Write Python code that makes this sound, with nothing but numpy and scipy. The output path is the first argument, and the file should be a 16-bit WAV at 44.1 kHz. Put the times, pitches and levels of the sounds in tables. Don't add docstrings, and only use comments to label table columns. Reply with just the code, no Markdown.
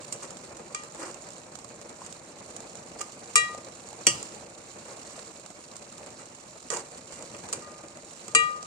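import sys
import numpy as np
from scipy import signal
from scipy.fft import rfft, irfft
from scipy.io import wavfile
from scipy.ndimage import uniform_filter1d

SR = 44100
rng = np.random.default_rng(int(sys.argv[2]) if len(sys.argv) > 2 else 0)


def to_wav(sig):
    pcm = np.clip(np.atleast_2d(sig), -1, 1) * 32767
    pcm = np.round(pcm).astype(np.int16)
    wavfile.write(sys.argv[1], SR, pcm.T)


N = 381906


def gain_of(db):
    return 10 ** (np.asarray(db) / 20)


def evened(x):
    return x / np.sqrt(np.mean(x ** 2) + 1e-20)


def read(points, hz, order=1):
    table = np.transpose(points)
    return np.interp(np.log(hz + 1), np.log(table[0] + 1), table[order])


def curve(rows, order):
    table = np.transpose(rows)
    return gain_of(np.interp(np.arange(N) / SR, table[0], table[order]))


def add(mix, s, sound):
    part = mix[:, round(s * SR):][:, :sound.shape[1]]
    part += sound[:, :part.shape[1]]


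# (frequency [Hz], t60 [s])
KITCHEN_DECAY = [(100, 0.16), (500, 0.635), (2000, 0.387), (5000, 0.447), (10000, 0.12)]


def kitchen(x):
    taps = np.zeros((2, SR // 2))
    grid = np.arange(200, SR // 2 - 20, 20)
    at = grid + rng.integers(0, 20, (2, len(grid)))
    np.put_along_axis(taps, at, rng.choice([-1., 1.], at.shape), 1)
    hz, t, bands = signal.stft(taps, SR, nperseg=256)
    decay = gain_of(-60 * t / read(KITCHEN_DECAY, hz)[:, None])
    tail = signal.istft(bands * decay, SR, nperseg=256)[1]
    return signal.fftconvolve(x, tail / np.linalg.norm(tail[0]), axes=1)[:, :N]


# (frequency [Hz], left [dB], right [dB])
PORT_COLOUR = [(292, -25, -26), (1188, 0, 2), (1647, -15.5, -9), (2403, -18, -8), (3300, -13, -7.5),
               (4400, -10, -4), (5000, -13, -3.5), (6000, -11.5, -1.5), (6500, -10, 1), (7000, -7, 6.5),
               (7600, -4.5, 2), (8600, -1, -4), (9100, -7, -10), (9400, -14, -15), (9900, -24.5, -20.5),
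               (14800, -29.5, -29), (15900, -37.5, -66.5)]


def ports(x):
    hz = abs(np.fft.fftfreq(2048, 1 / SR))
    colour_db = [read(PORT_COLOUR, hz, order=1), read(PORT_COLOUR, hz, order=2)]
    log_gain = np.log(gain_of(colour_db))
    taps = np.fft.ifft(np.exp(np.conj(signal.hilbert(log_gain)))).real[:, :1024]
    taps /= np.sqrt(np.sum(taps ** 2) / 2)
    return signal.oaconvolve(x, taps, axes=1)[:, :x.shape[1]]


# (lower edge [Hz], upper edge [Hz])
QUIET_BAND = [3200, 4200]


def walled(x):
    band = signal.butter(1, QUIET_BAND, "band", fs=SR, output="sos")
    return x - 0.675 * signal.sosfilt(band, x)


# (frequency [Hz], width [Hz], level of the added lift [dB])
AIR_RESONANCES = [(339.38, 19.3, 12.5), (455, 17.62, 27.5), (577.1, 29.8, 19)]
# (frequency [Hz], correlation [0-1])
LIKENESS = [(60, 0.63), (130, 1), (290, 0.925), (640, 0.647), (1400, 0.25), (3000, 0.01)]
# (frequency [Hz], left minus right [dB])
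BALANCE = [(60, 2), (300, 2.5), (800, -1.5), (2000, 0.5)]


def stew(spectrum, patchy_db, flicker_db):
    frames, hz = N // 256 + 5, np.fft.rfftfreq(1024, 1 / SR)[:140]
    a, b, c, d, patches = rng.standard_normal((frames, len(hz), 5)).T
    flicker = evened(uniform_filter1d(patches[0], 3))
    patches = evened(uniform_filter1d(uniform_filter1d(patches, 5, 0), 5, 1))
    same = np.clip(read(LIKENESS, hz), -1, 1)[:, None]
    left = a + 1j * b
    right = same * left + np.sqrt(1 - same ** 2) * (c + 1j * d)
    bands = np.array([left, right])
    lift = 1 + sum(gain_of(db) / (1 + (2 * (hz - f) / width) ** 2) for f, width, db in AIR_RESONANCES)
    colour_db = np.outer([.5, -.5], read(BALANCE, hz)) + read(spectrum, hz)
    bands *= gain_of(colour_db)[:, :, None] * lift[:, None]
    unrest = (hz / (hz + 250))[:, None]
    bands *= gain_of((patchy_db * patches + flicker_db * flicker) * unrest)
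    bands = np.pad(bands, ((0, 0), (0, 513 - len(hz)), (0, 0)))
    return evened(signal.istft(bands, nperseg=1024, noverlap=768)[1][:, :N])


# (time [s], simmer level [dB], sizzle level [dB])
BOIL = [(0.0, -47.5, -46), (0.67, -47, -50.5), (0.96, -49, -48), (1.64, -48.5, -50), (2.99, -46.5, -49),
        (3.42, -47.5, -46.5), (3.81, -48.5, -50.5), (4.17, -45, -44), (4.53, -49.5, -50.5),
        (5.11, -48.5, -46), (5.52, -51.5, -50.5), (6.12, -48, -49), (6.42, -51.5, -51), (7.48, -45, -46.5),
        (7.79, -49, -51), (8.22, -50.5, -47.5), (8.44, -49, -48), (8.66, -51, -49.5)]
# (frequency [Hz], relative density [dB per Hz])
SIMMER_SPECTRUM = [(15, -52), (25, -23.5), (64, -50), (87, -4.5), (252, 0.5), (294, -14), (331, -9),
                   (386, -15), (567, -10.5), (728, -4), (1800, -15), (2500, -14), (3250, -44), (5500, -120)]


def simmer():
    return curve(BOIL, order=1) * stew(SIMMER_SPECTRUM, patchy_db=1.83, flicker_db=3.5)


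def fizz(per_s, spread_db, clump_db, hiss_db):
    slow = uniform_filter1d(uniform_filter1d(rng.standard_normal(N), 300), 300)
    clumps = gain_of(clump_db * evened(slow))
    size = gain_of(spread_db * np.minimum(rng.exponential(1, N), 5)) * (rng.random(N) < per_s / SR)
    kind, t, out = rng.integers(0, 10, N), np.arange(256) / SR, np.zeros((2, N))
    for k, (pitch, left, right) in enumerate(rng.random((10, 3))):
        hz = 1500 * 7.5 ** ((k + pitch) / 10)
        phase = np.array([[left], [right]])
        shape = np.exp(-t * hz / 3.5) * np.sin(2 * np.pi * (hz * t + phase))
        bursts = np.float32(size * (kind == k))[None]
        out += signal.oaconvolve(bursts, np.float32(shape * hz ** .5), axes=1)[:, :N]
    hiss = gain_of(hiss_db) * rng.standard_normal((2, N))
    return evened(ports(clumps * (evened(out) + hiss)))


def sizzle():
    return curve(BOIL, order=2) * fizz(per_s=1500, spread_db=2.0, clump_db=2.0, hiss_db=2.5)


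# (time [s], relative spit level [dB], plop of the broth [dB])
TIMED_SPITS = [(0.2315, -30, -47), (0.3061, -29, -51), (0.3702, -32, -55), (0.5687, -32.5, -52.5),
               (0.8355, -31, -51.5), (0.922, -37, -57.5), (0.9477, -33.5, -56), (1.144, -31, -46),
               (1.1862, -45, -41), (1.222, -34.5, -46.5), (1.289, -43, -53), (1.305, -35, -55.5),
               (1.321, -39, -50.5), (1.3814, -38, -58), (1.457, -47.5, -59.5), (1.5542, -27.5, -40),
               (1.5884, -31.5, -54.5), (1.6456, -33, -38.5), (1.8139, -32, -50.5), (1.8932, -34, -51.5),
               (2.018, -41.5, -31.5), (2.0633, -29.5, -51), (2.1262, -29.5, -43), (2.2893, -42, -55.5),
               (2.5646, -26.5, -39.5), (2.6042, -30.5, -36.5), (2.7546, -32, -51), (2.9883, -35, -48),
               (3.1213, -32, -55), (3.3103, -37.5, -58), (3.548, -33, -32), (3.578, -37, -42.5),
               (3.6861, -36.5, -54.5), (3.888, -31.5, -41), (3.93, -33.5, -35.5), (4.2283, -24.5, -44.5),
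               (4.9738, -53, -37), (4.9986, -37.5, -53.5), (5.0495, -36.5, -48), (5.1633, -34.5, -55),
               (5.1791, -50.5, -34.5), (5.397, -34, -56.5), (5.4615, -31.5, -40.5), (5.504, -36.5, -38),
               (5.607, -37, -44.5), (5.7571, -35.5, -44), (5.7658, -29.5, -49), (5.9255, -34, -56),
               (5.9809, -33.5, -54.5), (6.0622, -33.5, -59), (6.1046, -38, -56), (6.2568, -36.5, -58),
               (6.6269, -34, -55), (6.7696, -22.5, -51.5), (6.9761, -35.5, -52.5), (7.2245, -30, -57.5),
               (7.3663, -33, -55), (7.4665, -42, -55.5), (7.488, -29.5, -55.5), (7.533, -20, -41),
               (7.9719, -34, -38.5), (8.1739, -37, -54.5), (8.507, -43, -37.5), (8.56, -48.5, -38),
               (8.633, -49.5, -45)]
SMALL_SPITS, SMALL_DB, SMALL_SPREAD_DB, SMALL_PLOP_DB = 90, -47, 1.2, -13
RING_HZ, RING_SPREAD = 7424, 0.0256
PLOP_HZ, PLOP_S = 601, 0.0036
TICK_S, PUFF_S, TAIL_S, TICK_SHARE, TAIL_SHARE = 0.00036, 0.00284, 0.024, .5, 0.18


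def spits():
    out, low, t = np.zeros((2, N)), np.zeros((1, N)), np.arange(2000) / SR
    fall = np.exp(-t / PUFF_S) + TICK_SHARE * np.exp(-t / TICK_S) + TAIL_SHARE * np.exp(-t / TAIL_S)
    events = list(TIMED_SPITS)
    for when, size in rng.random((SMALL_SPITS, 2)):
        db = SMALL_DB - SMALL_SPREAD_DB * np.log(1 - size)
        events.append((when * N / SR, db, db + SMALL_PLOP_DB))
    for s, db, plop_db in events:
        (a, b), puff = rng.standard_normal(2), rng.standard_normal((2, 2000))
        ring_hz = RING_HZ * (1 + RING_SPREAD * a)
        high_ring = np.exp(-t / 0.004) * np.sin(2 * np.pi * ring_hz * t)
        add(out, s, gain_of(db) * fall * (0.4 * puff + 0.2 * high_ring))
        plop_hz = PLOP_HZ * np.exp(.25 * b)
        plop = np.sin(2 * np.pi * plop_hz * t * (1 + 10 * t)) * np.exp(-t / PLOP_S)
        add(low, s, gain_of(plop_db) * plop[None])
    return ports(out) + low


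# (pitch [Hz], relative level [dB], t60 at full freedom [s], lobe angle before facing [rad],
#  lag behind the partner before any extra lag [rad])
TWIN_MODES = [(1204, 3.5, 0.205, -0.287, 0.71), (1900.1, 0.5, 0.125, -0.43, 2.864),
              (2366, -7, 0.193, 0.22, 0.39), (2715, -14, 0.233, 0.071, 0.7)]
SINK_DB_PER_S2, DIP_DB_PER_S, DIP_S = 216.5, 56.5, 0.193


def ring(pitches, modes, rough, free, hard_db, spot, facing, swing, lead=0, twin_db=None, favour=(), sink=1):
    hz, (db, t60, lobe) = np.array(pitches)[:, None], np.transpose(modes)[:, :, None]
    t = np.arange(round(SR * np.clip(.45 * free, .05, .5))) / SR
    db = db + hard_db * np.log2(np.maximum(hz, 1000) / 1500)
    db = db + 4.0 * np.cos(4.71 * np.log2(hz / 1500) + spot)
    twin_lag, *favour_db = favour or [0]
    db = db + np.pad(favour_db, (0, len(hz) - len(favour_db)))[:, None]
    contact = 1 + 0.2 * np.exp(-t / 0.0044)
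    upper = np.clip(hz / 1200 - 1, 0, 1.5)
    sinking_db = sink * SINK_DB_PER_S2 * t ** 2 * upper / max(free, .6) ** 3
    sinking_db = sinking_db + DIP_DB_PER_S * np.max(np.abs(swing)) * np.maximum(t - DIP_S, 0)
    gap, start, phase = rng.random((3, len(hz), 1))
    beat = np.cos(2 * np.pi * ((15 + 50 * gap) * t + start) + 2 * np.sin(2 * np.pi * 23 * t))
    throb = rough * beat * np.exp(2j * np.pi * gap)
    fall = gain_of(db - 60 * t / (t60 * free) - sinking_db)
    waves = contact * fall * np.exp(2j * np.pi * (hz * t + phase)) * (1 + throb)
    turn = 1 - np.exp(-t / 0.18)
    angle = lobe + facing + np.reshape(swing, (-1, 1)) * turn
    rise = 1 - np.exp(-t * hz / 1.55)
    right = waves * np.exp(1j * np.reshape(lead, (-1, 1)))
    out = (np.array([np.cos(angle) * waves.imag, np.sin(angle) * right.imag]) * rise).sum(1)
    if twin_db is not None:
        near = slice(1, len(TWIN_MODES) + 1)
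        low_hz, low_db, low_t60, low_lobe, lag = np.transpose(TWIN_MODES)[:, :, None]
        low_fall = gain_of(low_db + twin_db - 60 * t / (low_t60 * free))
        twins = low_fall * np.sin(2 * np.pi * (low_hz * t + phase[near]) - lag - twin_lag)
        beam = np.array([np.cos(low_lobe + facing), np.sin(low_lobe + facing)])
        out += (beam * twins * rise[near]).sum(1)
    return out * np.minimum((t[-1] - t) / .02, 1)


# (start [s], time to press on [s], time from start to lift [s],
#  relative rumble [dB], relative rasp [dB], groan pitch [Hz], groan level before the envelope [dB])
STROKES = [(0.205, 0.0205, 0.0272, -47.5, -40.5, 450, -57.5),
           (0.954, 0.0515, 0.1427, -41, -39.5, 342.8, -41), (1.992, 0.0164, 0.072, -59, -47.5, 450, -62),
           (2.975, 0.022, 0.046, -48, -39, 454, -62.5), (4.826, 0.0385, 0.098, -48, -50.5, 571, -52.5),
           (5.035, 0.03, 0.285, -54.5, -48.5, 567, -59.5), (6.176, 0.017, 0.0384, -48, -47.5, 450, -64),
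           (6.702, 0.0152, 0.0803, -36, -33.5, 471, -42), (7.093, 0.0343, 0.0945, -60, -45.5, 344, -64)]
SAG_DB_PER_S, LIFT_DB_PER_S = 44, 270
GROAN_WIDTH = 0.083
SLIPS_PER_S, SLIP_S, SLIP_DEPTH = 350, .0035, .3


def strokes():
    out, groan, t = np.zeros((2, N)), np.zeros((1, N)), np.arange(SR // 2) / SR
    noises = rng.standard_normal((len(STROKES), SR // 2))
    for (s, press, length, *db, hz, groan_db), noise in zip(STROKES, noises):
        fall_db = SAG_DB_PER_S * np.maximum(t - press, 0) + LIFT_DB_PER_S * np.maximum(t - length, 0)
        shape = np.minimum(t / press, 1) ** 2 * gain_of(-fall_db)
        add(out, s, np.outer(gain_of(db), shape))
        edges = [hz * (1 - GROAN_WIDTH / 2), hz * (1 + GROAN_WIDTH / 2)]
        band = signal.butter(1, edges, "band", fs=SR, output="sos")
        add(groan, s, gain_of(groan_db) * shape * evened(signal.sosfilt(band, noise))[None])
    jolts = rng.exponential(1, N) * (rng.random(N) < SLIPS_PER_S / SR)
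    slips = signal.lfilter([1], [1, -np.exp(-1 / (SLIP_S * SR))], jolts)
    rumble, rasp = out * evened(1 - SLIP_DEPTH + SLIP_DEPTH * evened(slips))
    return rumble, rasp, groan


# (frequency [Hz], relative density [dB per Hz])
RUB_SPECTRUM = [(60, -54.5), (200, -2), (350, 0.5), (600, -2.5), (1100, 10), (1600, 2.5), (2600, -9),
                (5000, -58.5)]


def scrapes():
    rumble, rasp, groan = strokes()
    slips = rng.standard_normal(N) ** 2 * (rng.random(N) < 900 / SR)
    muffled = ring(LADLE_PITCHES + POT_PITCHES, LADLE_MODES + POT_MODES, rough=0.9, free=0.3,
                   hard_db=6.0, spot=0.5, facing=0.5, swing=0)
    steel = signal.oaconvolve(slips[None], muffled, axes=1)[:, :N]
    grit = fizz(per_s=2500, spread_db=3, clump_db=3, hiss_db=2) + .7 * evened(steel)
    wash = stew(RUB_SPECTRUM, patchy_db=3.0, flicker_db=3.0)
    return rumble * wash + groan + rasp * evened(walled(grit))


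LADLE_PITCHES = [455, 1215, 1916, 2396, 2808, 3298, 3910, 4490, 4657, 5505, 6457, 6589, 6928, 7068, 7250,
                 7490, 7698, 8425, 8520, 8630, 8742, 8974, 9870, 11230, 11660, 12600, 14100]
# (relative level [dB], t60 at full freedom [s], lobe angle before facing [rad])
LADLE_MODES = [(-14, 0.455, 0.714), (-4, 0.97, -0.39), (1.5, 0.695, -0.526), (-1.5, 0.64, 0.23),
               (-7, 0.81, 0.664), (-15, 0.44, -0.86), (-19.5, 0.51, 0.91), (-34, 0.21, .8),
               (-13.5, 0.23, 0.86), (-17, 0.143, 0.9), (-33.5, .35, 1), (-17.5, .2, .9),
               (-16.5, 0.197, 1.84), (-5.5, 0.18, 0.89), (-9, 0.15, 1.73), (-15, 0.244, 1.4),
               (-7, 0.177, 1.3), (-26.5, 0.073, .4), (-13, 0.14, 0.42), (-10, 0.092, -0.094),
               (-16, 0.256, 0.15), (-28, .19, 0.38), (-31, 0.168, .8), (-67.5, .2, .8), (-57, .2, .8),
               (-43.5, .25, .8), (-40.5, .25, 0.94)]
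LADLE_SWING = [0.085, -0.757, 0.322, 0.24, -0.023] + [0] * 22
LADLE_PHASE = [0.93, 0.833, 0.686, 0.0, 1.96, 0.3, 1.4] + [0] * 20
POT_PITCHES = [335, 560, 1905, 2190, 2386, 2540, 2695, 2824, 2965, 3120, 3304, 4510, 4791, 4892, 5050, 5313,
               5860, 5945, 6600, 7325, 7650, 7760, 8387, 8468, 8624, 8911, 9006, 9750]
# (relative level [dB], t60 at full freedom [s], lobe angle before facing [rad])
POT_MODES = [(-13.5, 0.404, 0.21), (-31, 0.66, 0.59), (-10.5, 0.37, 0.89), (-21.5, 0.45, 0.5),
             (-4, 0.32, 0.295), (-17, 0.37, 0.81), (-14, 0.45, 0.4), (-10, 0.544, 0.34),
             (-17.5, 0.46, 0.51), (-18, 0.49, 0.2), (-19.5, 0.525, 0.18), (-17, 0.49, 0.5),
             (-17, 0.52, 0.567), (-16.5, 0.55, 0.6), (-13, 0.65, 0.38), (-18.5, 0.45, 0.35),
             (-10, 0.58, 0.76), (-3, 0.363, 0.97), (-15, 0.42, 0.71), (-15, 0.52, 0.66),
             (-15.5, 0.55, 0.65), (-13, 0.47, 0.88), (-16, 0.266, 0.08), (-20.5, 0.4, 0.285),
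             (-19.5, 0.48, 0.099), (-23.5, 0.36, 0.27), (-22, 0.44, 0.4), (-20.5, 0.187, 0.088)]
POT_PHASE = [0.3, 0.6, -1.1, -0.8, 1.0, 2.8, 2.3, 1.1, 1.0, 1.1, 1.5, 0.5, -1.0, -1.3, -2.8, -0.6, -1.8,
             -2.0, -1.5, -1.8, 1.5, 2.5, 0.1, -2.8, 2.2, -0.1, 2.8, -3.0]
# (time [s], crack [dB], crack left minus right [dB], top of the crack [dB],
#  thud [dB], ladle [dB], pot [dB], twins [dB], freedom to ring [0-1], hardness [dB per octave],
#  spot struck [rad], facing [rad], turn [factor on the ladle swing])
STRIKES = [(0.1242, -26.5, -5, 4, -51.5, -55.5, -59, -11.5, 0.6, 10.5, 1, 0.083, 0.1),
           (0.7464, -27.5, -13.5, -13, -63, -34.5, -34.5, 4, 0.45, -1, -0.067, 0.062, 0.1),
           (0.7946, -42.5, -4, -7, -64, -46, -40, 4.5, 0.36, -5.5, 0.17, 0.128, 0.1),
           (3.0121, -24, -3.5, 3.5, -60, -30, -33, 0, 0.07, -12, 1, 0.8, 0.1),
           (3.356, -10, 4, 4, -70.5, -18, -54.5, 3, 0.77, 3.5, 0.04, 0.016, 4.74),
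           (3.3607, -14, 4, 1, -60.5, -42.5, -36, -7, 0.13, 7.5, 0.1, 0.23, 0.1),
           (3.379, -23, -9, -3, -49, -38.5, -32, -7, 0.03, 9, 0.1, 0.23, 0.1),
           (4.0673, -6.5, 3.5, 4.5, -35.5, -28, -10, 0, 0.32, 1, 0.47, 0.165, 0.1),
           (6.702, -21.5, -6.5, -11, -48, -29, -44, -9.5, 0.08, -15, -0.63, 0.74, 0.08),
           (7.347, -50, -1, 1.5, -57.5, -45, -27.5, -9, 0.06, -6, 0.87, 0.52, .1),
           (7.5268, -21, -1.5, 2.5, -50, -49.5, -53.5, -11.5, 0.35, 11, 1, 0.059, 0.1),
           (7.622, -43.5, -13, -4.5, -69.5, -45.5, -67, -14, 1, -12.5, 1, 0.88, 0.092),
           (8.28, -31, -3, 0.5, -48.5, -48.5, -39.5, -8, 0.43, -20, 0.38, 0.12, 0.1),
           (8.3492, -9.5, 4.5, -21.5, -51.5, -14, -42, -0.5, 0.78, -0.2, 0.49, 0.007, 0.104),
           (8.3539, -17.5, -0.5, -16, -55.5, -45, -33, -8.5, 0.08, 5.5, 0.14, 0.2, 0.1),
           (8.3625, -26, -0.5, -14.5, -47.5, -45.5, -33, -9, 0.01, -1, 0.14, 0.2, 0.1),
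           (8.6265, -33.5, -8.5, -9, -51.5, -57, -61.5, -9, 0.01, -14, 0.14, 0.103, 0.1)]
# (time [s], extra lag of the twins [rad], then ten mode gains [dB])
FREE_CLANGS = [(0.7466, 0.097, 0.1, 1.94, -5.5, 0.97, 1, 1, 1, 1, 1, 3),
               (3.3561, 0.084, 4.1, -1.5, 1.5, 0.1, 2.05, 1.7, 2.5, 2, 1.42, 10.5),
               (8.3493, 0.77, 0.1, 0.54, 1, 1, 5.16, 0.1, 3.95, 1.8, 5.16, -12)]
POT_SINK = 0.27


def blows():
    cracks, rings, t = np.zeros((2, N)), np.zeros((2, N)), np.arange(9000) / SR
    fall = np.minimum(t / 0.0012, 1) * (np.exp(-t / 0.003706) + 0.0584 * np.exp(-t / 0.061))
    top = np.clip(np.fft.rfftfreq(9000, 1 / SR) / 2000 - 4.5, 0, 1)
    crowding = 0.315 + 0.5 * np.log2(np.array(LADLE_PITCHES)[:, None] / 3000)
    rough = np.clip(crowding, 0.14, 0.9)
    for row, noise in zip(STRIKES, rng.standard_normal((len(STRIKES), 2, 9000))):
        s, crack_db, lean_db, top_db, thud_db, ladle_db, pot_db, twin_db, *strike, turning = row
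        crack = irfft(rfft(noise) * gain_of(top_db * top))
        sides = gain_of([[crack_db + lean_db / 2], [crack_db - lean_db / 2]])
        add(cracks, s, sides * fall * crack)
        deep, knock = (evened(signal.sosfilt(signal.butter(2, band_hz, "band", fs=SR, output="sos"), noise[0]))
                       for band_hz in ([95, 184], [180, 573]))
        boom = (1 - np.exp(-t / 0.0179)) * np.exp(-t / 0.0593)
        thud = 0.944 * deep * boom + 3.84 * knock * np.exp(-t / 0.00846)
        add(rings, s, gain_of([[thud_db + 0.21], [thud_db - .6]]) * thud)
        favour = next((clang[1:] for clang in FREE_CLANGS if abs(clang[0] - s) < .0025), ())
        swing = turning * np.array(LADLE_SWING)
        ladle = ring(LADLE_PITCHES, LADLE_MODES, rough, *strike, swing, LADLE_PHASE, twin_db, favour)
        add(rings, s, gain_of(ladle_db) * ladle)
        wall = ring(POT_PITCHES, POT_MODES, 1.0, *strike, 0, POT_PHASE, sink=POT_SINK)
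        add(rings, s, gain_of(pot_db) * wall)
    cracks = signal.sosfilt(signal.butter(2, 1300, "high", fs=SR, output="sos"), cracks)
    return ports(walled(cracks)) + rings


def scene():
    bass_cut = signal.butter(4, 85, "high", fs=SR, output="sos")
    sharp = signal.sosfilt(bass_cut, blows() + spits())
    return simmer() + sizzle() + scrapes() + sharp + gain_of(-16) * kitchen(sharp)


EDGE_HZ = 16000


def record(dry):
    taps = signal.firwin(511, EDGE_HZ, window=("kaiser", 9), fs=SR)[None]
    return signal.oaconvolve(np.clip(dry, -1, 1), taps, "same", axes=1)


dry = scene()
out = record(dry)
to_wav(out)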